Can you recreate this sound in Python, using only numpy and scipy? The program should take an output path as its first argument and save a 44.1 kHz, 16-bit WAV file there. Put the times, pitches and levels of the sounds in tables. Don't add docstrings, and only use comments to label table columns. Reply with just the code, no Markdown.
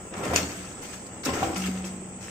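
import sys
import numpy as np
from scipy import signal
from scipy.fft import rfft, irfft
from scipy.io import wavfile
from scipy.ndimage import uniform_filter1d

SR = 44100
rng = np.random.default_rng(int(sys.argv[2]) if len(sys.argv) > 2 else 0)


def pcm_store(signal):
    levels = np.round(np.clip(np.atleast_2d(signal), -1, 1) * 32767)
    wavfile.write(sys.argv[1], SR, levels.astype(np.int16).T)


def how_loud(loudness_db):
    steps = np.asarray(loudness_db, float) / 20
    return 10 ** steps


N = 101429
HZ = np.maximum(np.fft.rfftfreq(N, 1 / SR), 1)
TIME = np.arange(N) / SR


def rms_one(x):
    return x / np.sqrt(np.mean(x ** 2) + 1e-20)


def at_hz(points, hz):
    table_hz, values = np.array(points).T[:2]
    return np.interp(np.log(hz), np.log(table_hz), values)


def colour(x, spectrum):
    return rms_one(irfft(rfft(x) * how_loud(at_hz(spectrum, HZ)), N))


def ring(clicks, hz, t60_s):
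    radius = how_loud(-60 / (t60_s * SR))
    turn = 2 * np.pi * hz / SR
    return signal.lfilter([0, np.sin(turn)], [1, -2 * radius * np.cos(turn), radius ** 2], clicks + 1e-18)


def grains(per_s, spread_db):
    sizes = how_loud(spread_db * np.minimum(rng.exponential(1, N), 4.0))
    signs = rng.choice([-1, 1], N)
    return rms_one(sizes * signs * (rng.random(N) < per_s / SR))


def swell(start_s, rise_s, t60_s):
    t = TIME - start_s
    rise = np.sin(np.pi / 2 * np.clip(t / rise_s, 0, 1)) ** 2
    return rise * how_loud(-60 * np.maximum(t - rise_s, 0) / t60_s)


# (frequency [Hz], correlation [-])
LIKENESS = [(60, 1), (250, 0.94), (700, 0.7), (1400, 0.029), (12000, 0.)]


def spread(mid, side):
    alike = np.clip(at_hz(LIKENESS, HZ), -.99, .999)
    m = rfft(mid) * np.sqrt((1 + alike) / 2)
    s = rfft(side) * np.sqrt((1 - alike) / 2)
    return irfft(np.array([m + s, m - s]), N)


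# (frequency [Hz], t60 [s])
HALL_T60 = [(60, 8.3), (300, 1.23), (1000, 0.61), (4000, 0.41), (12000, 0.68)]


def hall(x):
    t = TIME[:SR]
    tail = 0
    for hz in 45 * 2 ** np.arange(9):
        octave = signal.butter(2, [hz / np.sqrt(2), hz * np.sqrt(2)], "band", fs=SR, output="sos")
        noise = signal.sosfilt(octave, rng.standard_normal((2, SR)))
        fade = how_loud(-60 * t / at_hz(HALL_T60, hz)) * np.clip(t / 0.0052, 0, 1)
        tail = tail + noise * fade / np.sqrt(np.sum(fade ** 2))
    return how_loud(-5.5) * spread(*[signal.fftconvolve(x, side)[:N] for side in tail])


# (frequency [Hz], level [dB per Hz])
DRONE = [(25, -19), (70, -3), (200, 3), (700, -13), (800, -6), (970, -21), (2600, -15.5), (3800, -26)]
# (frequency [Hz], level [dB per Hz])
AIR = [(2500, -19), (4000, -14), (6000, 2), (8200, 16), (8700, -4), (9500, -17), (13500, -57),
       (15000, -11.5)]


def drone():
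    out = 0
    for spectrum, rms_db in [(DRONE + [(6000, -32)], -47), (AIR, -48.5)]:
        mid, side = [colour(rng.standard_normal(N), spectrum) for _ in range(2)]
        out = out + how_loud(rms_db) * spread(mid, side)
    return out


WHINE_HZ = [80.5, 187, 7963, 8000, 8037.5, 12040]
# (level [dB rms], width [Hz])
WHINE_LINES = [(-59.5, 34), (-59.5, 4.8), (-56, 11), (-57.5, 23), (-58, 11), (-78, 19)]


def whine():
    lines = 0
    for hz, (db, width_hz) in zip(WHINE_HZ, WHINE_LINES):
        t60_s = 1.85 / width_hz
        noise = rng.standard_normal((2, N + SR // 2))
        line = ring(ring(noise, hz, t60_s), hz, t60_s)[:, -N:]
        lines = lines + how_loud(db) * rms_one(line)
    mid, side = np.sqrt(2) * lines
    return spread(mid, side)


# (frequency [Hz], level [dB rms])
CARRIER = [(8037.6, -57.5), (8022, -59)]


def carrier():
    out = 0
    for hz, db in CARRIER:
        cycles = hz * TIME + rng.random((2, 1))
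        out = out + how_loud(db) * np.sqrt(2) * np.sin(2 * np.pi * cycles)
    return out


# (time [s], level [dB])
PUSH = [(0, -43), (.1, -46.5), (0.151, -34), (.21, -31.5), (.28, -29), (.35, -29), (.42, -38), (.55, -46),
        (.8, -44), (1.25, -44), (1.27, -30), (1.37, -31), (1.43, -29), (1.56, -39.5), (1.6, -41.5),
        (1.85, -42), (2.15, -49), (2.22, -44.5)]
# (frequency [Hz], level [dB per Hz])
SHEET = [(40, -65), (90, 0.5), (160, -7.5), (330, -1), (800, -5), (1000, -10.5), (2000, -13), (5000, -36.5)]
# (frequency [Hz], level [dB], t60 [s])
SHEET_MODES = [(250, 6.5, 0.21), (330, 4.5, 0.14), (411, -3, 0.076), (520, 5.5, 0.061), (660, -9, 0.22),
               (740, -20, 0.081), (780, -19, 0.25), (1062, 1.5, 0.16), (1363, 6, 0.038)]


def sheet_metal():
    push_s, push_db = np.transpose(PUSH)
    force = how_loud(np.interp(TIME, push_s, push_db))
    contacts = grains(per_s=900, spread_db=2.5)
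    dealt = rng.integers(0, 3, N)
    modes = 0
    for k, (hz, db, t60_s) in enumerate(SHEET_MODES):
        modes = modes + how_loud(db) * rms_one(ring(contacts * (dealt == k % 3), hz, t60_s))
    return force * (how_loud(-2.5) * colour(contacts, SHEET) + how_loud(-21.5) * modes)


PANEL_HZ = [80.5, 187.3]
# (time [s], build-up [s], level [dB rms], t60 [s])
PANEL_SHAKES = [
    [(.275, 0.028, -34, 0.77), (.36, 0.1, -44.5, 0.27), (1.27, 0.028, -40.5, 1), (1.45, 0.034, -40.5, 0.56),
     (1.58, 0.084, -44.5, 0.93), (1.76, 0.061, -48.5, 0.37)],
    [(.25, 0.02, -40, 0.4), (.40, 0.016, -35, 0.2), (.55, 0.042, -41, 1.1), (1.32, 0.022, -36.5, 0.21),
     (1.40, 0.019, -39, 0.26), (1.555, 0.017, -31, 1.6), (1.62, 0.043, -30, 1.58)],
]


def panels():
    out = 0
    for hz, shakes in zip(PANEL_HZ, PANEL_SHAKES):
        power = sum((how_loud(db) * swell(s, rise_s, t60_s)) ** 2 for s, rise_s, db, t60_s in shakes)
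        out = out + np.sqrt(2 * power) * np.sin(2 * np.pi * hz * TIME)
    return out


# (time [s], peak [dB], pitch [Hz], t60 [s])
KNOCKS = [(.312, -26, 520, 0.1), (.335, -17.5, 695, 0.035), (.348, -22.5, 292, 0.054),
          (.360, -16.5, 660, 0.016), (.43, -28, 284.4, 0.14), (.225, -30.5, 520, 0.067),
          (.255, -29.5, 601, 0.058), (1.263, -23.5, 292, 0.064), (1.267, -22.5, 594, 0.011),
          (1.281, -20.5, 250, 0.09), (1.294, -28, 276, 0.084), (1.289, -24, 1054, 0.065),
          (1.295, -27.5, 550, 0.067), (1.422, -24, 708, 0.082), (1.429, -16, 780, 0.066),
          (1.445, -28.5, 330, 0.47), (1.50, -28, 310, 0.13), (1.535, -32.5, 330, .1),
          (1.53, -26.5, 763, 0.046), (1.685, -24.5, 250, 0.098), (1.84, -35.5, 343, 0.17),
          (1.94, -35, 244, 0.11), (2.02, -37, 379, 0.097), (.14, -33.5, 1270, 0.037), ]


def knocks():
    out = np.zeros(N)
    for s, db, hz, t60_s in KNOCKS:
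        below, above = rng.uniform(-0.64, 1, 2)
        click = np.zeros(N)
        click[int(s * SR)] = how_loud(db)
        out += ring(click, hz, t60_s)
        out += 0.13 * ring(click, hz * (0.719 + 0.095 * below), t60_s)
        out += 0.58 * ring(click, hz * (1.45 + 0.24 * above), 0.42 * t60_s)
    soft = signal.butter(2, [140, 2500], "band", fs=SR, output="sos")
    return signal.sosfilt(soft, out)


# (time [s], peak [dB], pitch [Hz])
TICKS = [(0.139, -40, 1880), (0.935, -39, 1380), (1.239, -32, 5140), (1.546, -31, 5100), (1.238, -44, 1100),
         (1.262, -29.5, 1360), (1.563, -33.5, 2520), (1.564, -33.5, 1250), (1.673, -34, 2160),
         (1.604, -30, 6000), (1.623, -37, 2460), (1.64, -34, 2000), (1.662, -30.5, 1440),
         (1.775, -37, 2760), (1.843, -33, 2600), (2.283, -32.5, 1960)]


def ticks():
    out = np.zeros(N)
    for s, db, hz in TICKS:
        click = np.zeros(N)
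        click[int(s * SR) + np.array([0, 90])] = how_loud(db) * np.array([1, -.7])
        t60_s = 24 / hz
        out += ring(click, hz, t60_s) + .6 * ring(click, 1.22 * hz, t60_s)
    return out


# (time [s], peak [dB])
SNAPS = [
    (0.36, -3),
    (.1395, -28.5),
    (0.43, -21),
    (1.6, -29.5),
    (0.380, -15),
    (1.259, -31),
    (1.5744, -42),
]
# (frequency [Hz], level [dB])
SNAP_MODES = [(2630, 1), (5500, -1), (6580, -1.5), (7430, -5), (4200, -6), (7950, -15), (6000, -1.5)]


def snaps():
    out = np.zeros(N)
    for hz, mode_db in SNAP_MODES:
        clicks = np.zeros(N)
        for s, db in SNAPS:
            signs = rng.choice([-1, 1], 4)
            cracks = int(s * SR) + np.array([0, 37, 70, 118])
            clicks[cracks] = how_loud(db + mode_db - 12) * signs * [.8, 1, .8, .45]
        out += ring(clicks, hz, t60_s=.006)
    return signal.sosfilt(signal.butter(4, 8500, fs=SR, output="sos"), out)


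# (time [s], swell [s], peak [dB rms], t60 [s], brightness [dB])
CRUMPLES = [(0.137, 0.0015, -40, 0.075, -5.5), (0.139, 0.037, -43, .5, -0.5),
            (0.227, 0.011, -36, 0.81, -1.5), (.32, 0.034, -29, 0.16, -1), (0.354, 0.0085, -22.5, 0.13, 0.5),
            (0.373, 0.002, -23, 0.082, -2.5), (.48, 0.017, -39, 1.22, -1), (0.808, 0.026, -40, 0.66, 1),
            (0.924, 0.016, -38.5, 0.12, 1.5), (1.05, 0.021, -49, 0.055, 4.5),
            (1.232, 0.0045, -35, 0.19, -1), (1.249, 0.003, -31.5, 0.066, 6.5),
            (1.255, 0.0032, -27, 0.069, 1.5), (1.263, 0.0026, -32, 0.14, -5),
            (1.284, 0.0053, -35.5, 0.17, -3), (1.328, 0.011, -34, 1.1, -1), (1.419, 0.014, -32.5, 0.19, -1),
            (1.554, 0.0074, -31.5, 0.14, 0.5), (1.572, 0.0037, -34.5, 0.21, 1),
            (1.6, 0.0038, -33.5, 0.092, 0), (1.619, 0.002, -34.5, 0.088, 2),
            (1.633, 0.007, -35.5, 0.26, -2.5), (1.657, 0.005, -35, 0.14, 2), (1.7, 0.06, -48, 1, -1.5),
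            (1.772, .005, -45, 0.11, 2), (1.843, 0.0071, -39, 0.14, 1.5), (1.858, 0.014, -40.5, 0.12, 1.5),
            (2.204, 0.0064, -46, 8.2, 1)]
# (frequency [Hz], level [dB per Hz])
FILM = [(400, -46), (1300, -3), (2600, -4.5), (4000, -10.5), (6600, -5), (8200, -8.5), (9200, -15.5),
        (15500, -19)]
FILM_BANDS_HZ = [0, 1800, 2600, 3800, 5200, 6600, 8800, 12000, SR]


def film():
    creases = rfft([colour(grains(per_s=6000, spread_db=2.2), FILM) for _ in range(2)])
    power = 0
    for s, rise_s, db, t60_s, tilt_db in CRUMPLES:
        levels_db = [[db - tilt_db], [db + tilt_db]]
        power = power + (how_loud(levels_db) * swell(s, rise_s, t60_s)) ** 2
    dull, bright = np.sqrt(power)
    knots = np.arange(2000) * SR / 160
    shared = rng.standard_normal(2000)
    out = 0
    for low_hz, high_hz in zip(FILM_BANDS_HZ, FILM_BANDS_HZ[1:]):
        grip = bright if low_hz >= 3800 else dull
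        uneven = .35 * shared + .94 * rng.standard_normal(2000)
        clumps = how_loud(2.6 * np.interp(np.arange(N), knots, uneven) - 1.5)
        band = irfft(creases * ((HZ >= low_hz) & (HZ < high_hz)), N)
        out = out + grip * clumps * band
    return spread(*out)


def scene():
    low = sheet_metal() + knocks()
    packets = film() + ticks()
    cracks = snaps()
    scuff = spread(low, np.roll(low, 130))
    near = scuff + panels() + packets + cracks * how_loud([[2.0], [-2.5]])
    tail = hall(low + packets[0] + 0.63 * cracks)
    return near + tail + drone() + whine() + carrier()


# (frequency [Hz], left minus right [dB])
LEAN = [(100, 0.5), (700, -0.2), (2000, 1.5), (5000, 5.5), (8000, -2), (12000, 4)]


def lean_left(x):
    half_db = at_hz(LEAN, HZ) * np.array([[.5], [-.5]])
    return irfft(rfft(x) * how_loud(half_db), N)


# (frequency [Hz], level [dB per line])
GATE = [(3000, -102), (3700, -84), (4200, -83), (5000, -102), (8300, -100), (8800, -79), (11800, -80),
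        (12040, -84), (12300, -80), (14300, -81), (14900, -92)]


def drop_quiet(x):
    hz, _, z = signal.stft(x, SR, nperseg=2048, noverlap=1024)
    width = 8
    centre = hz[width // 2::width, None]
    power = (np.abs(z[:, :1024]) ** 2).reshape(2, -1, width, z.shape[2]).mean(axis=2)
    power_db = 10 * np.log10(power + 1e-20)
    loud_db = power_db[:, 4:46].mean(axis=(0, 1))
    rise_db = loud_db - np.median(loud_db)
    waver, patch = [uniform_filter1d(rng.standard_normal(power_db.shape[1:]), size=2) * np.sqrt(2)
                    for _ in range(2)]
    threshold_db = at_hz(GATE, centre) + .25 * rise_db + .75 * np.clip(rise_db, 0, 6) + 2.6 * waver
    over_db = power_db - threshold_db
    hole = (patch < -2.2) & (centre > 3200) & (centre < 7400)
    over_db = np.where(hole, -1, over_db)
    patchy = (centre > 2400) & (np.abs(centre - 8000) > 300)
    z[:, :1024] *= np.repeat(how_loud(2.0 * patch * patchy), width, axis=0)
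    z[:, :1024] *= np.repeat(np.clip(over_db + .5, 0, 1), width, axis=1)
    z = z * (hz < 15600)[:, None]
    return signal.istft(z, SR, nperseg=2048, noverlap=1024)[1][:, :N]


def low_pass(x):
    return signal.sosfilt(signal.butter(12, 16250, fs=SR, output="sos"), x)


def record(dry):
    mix = drop_quiet(lean_left(dry))
    return low_pass(mix)


dry = scene()
out = record(dry)
pcm_store(out)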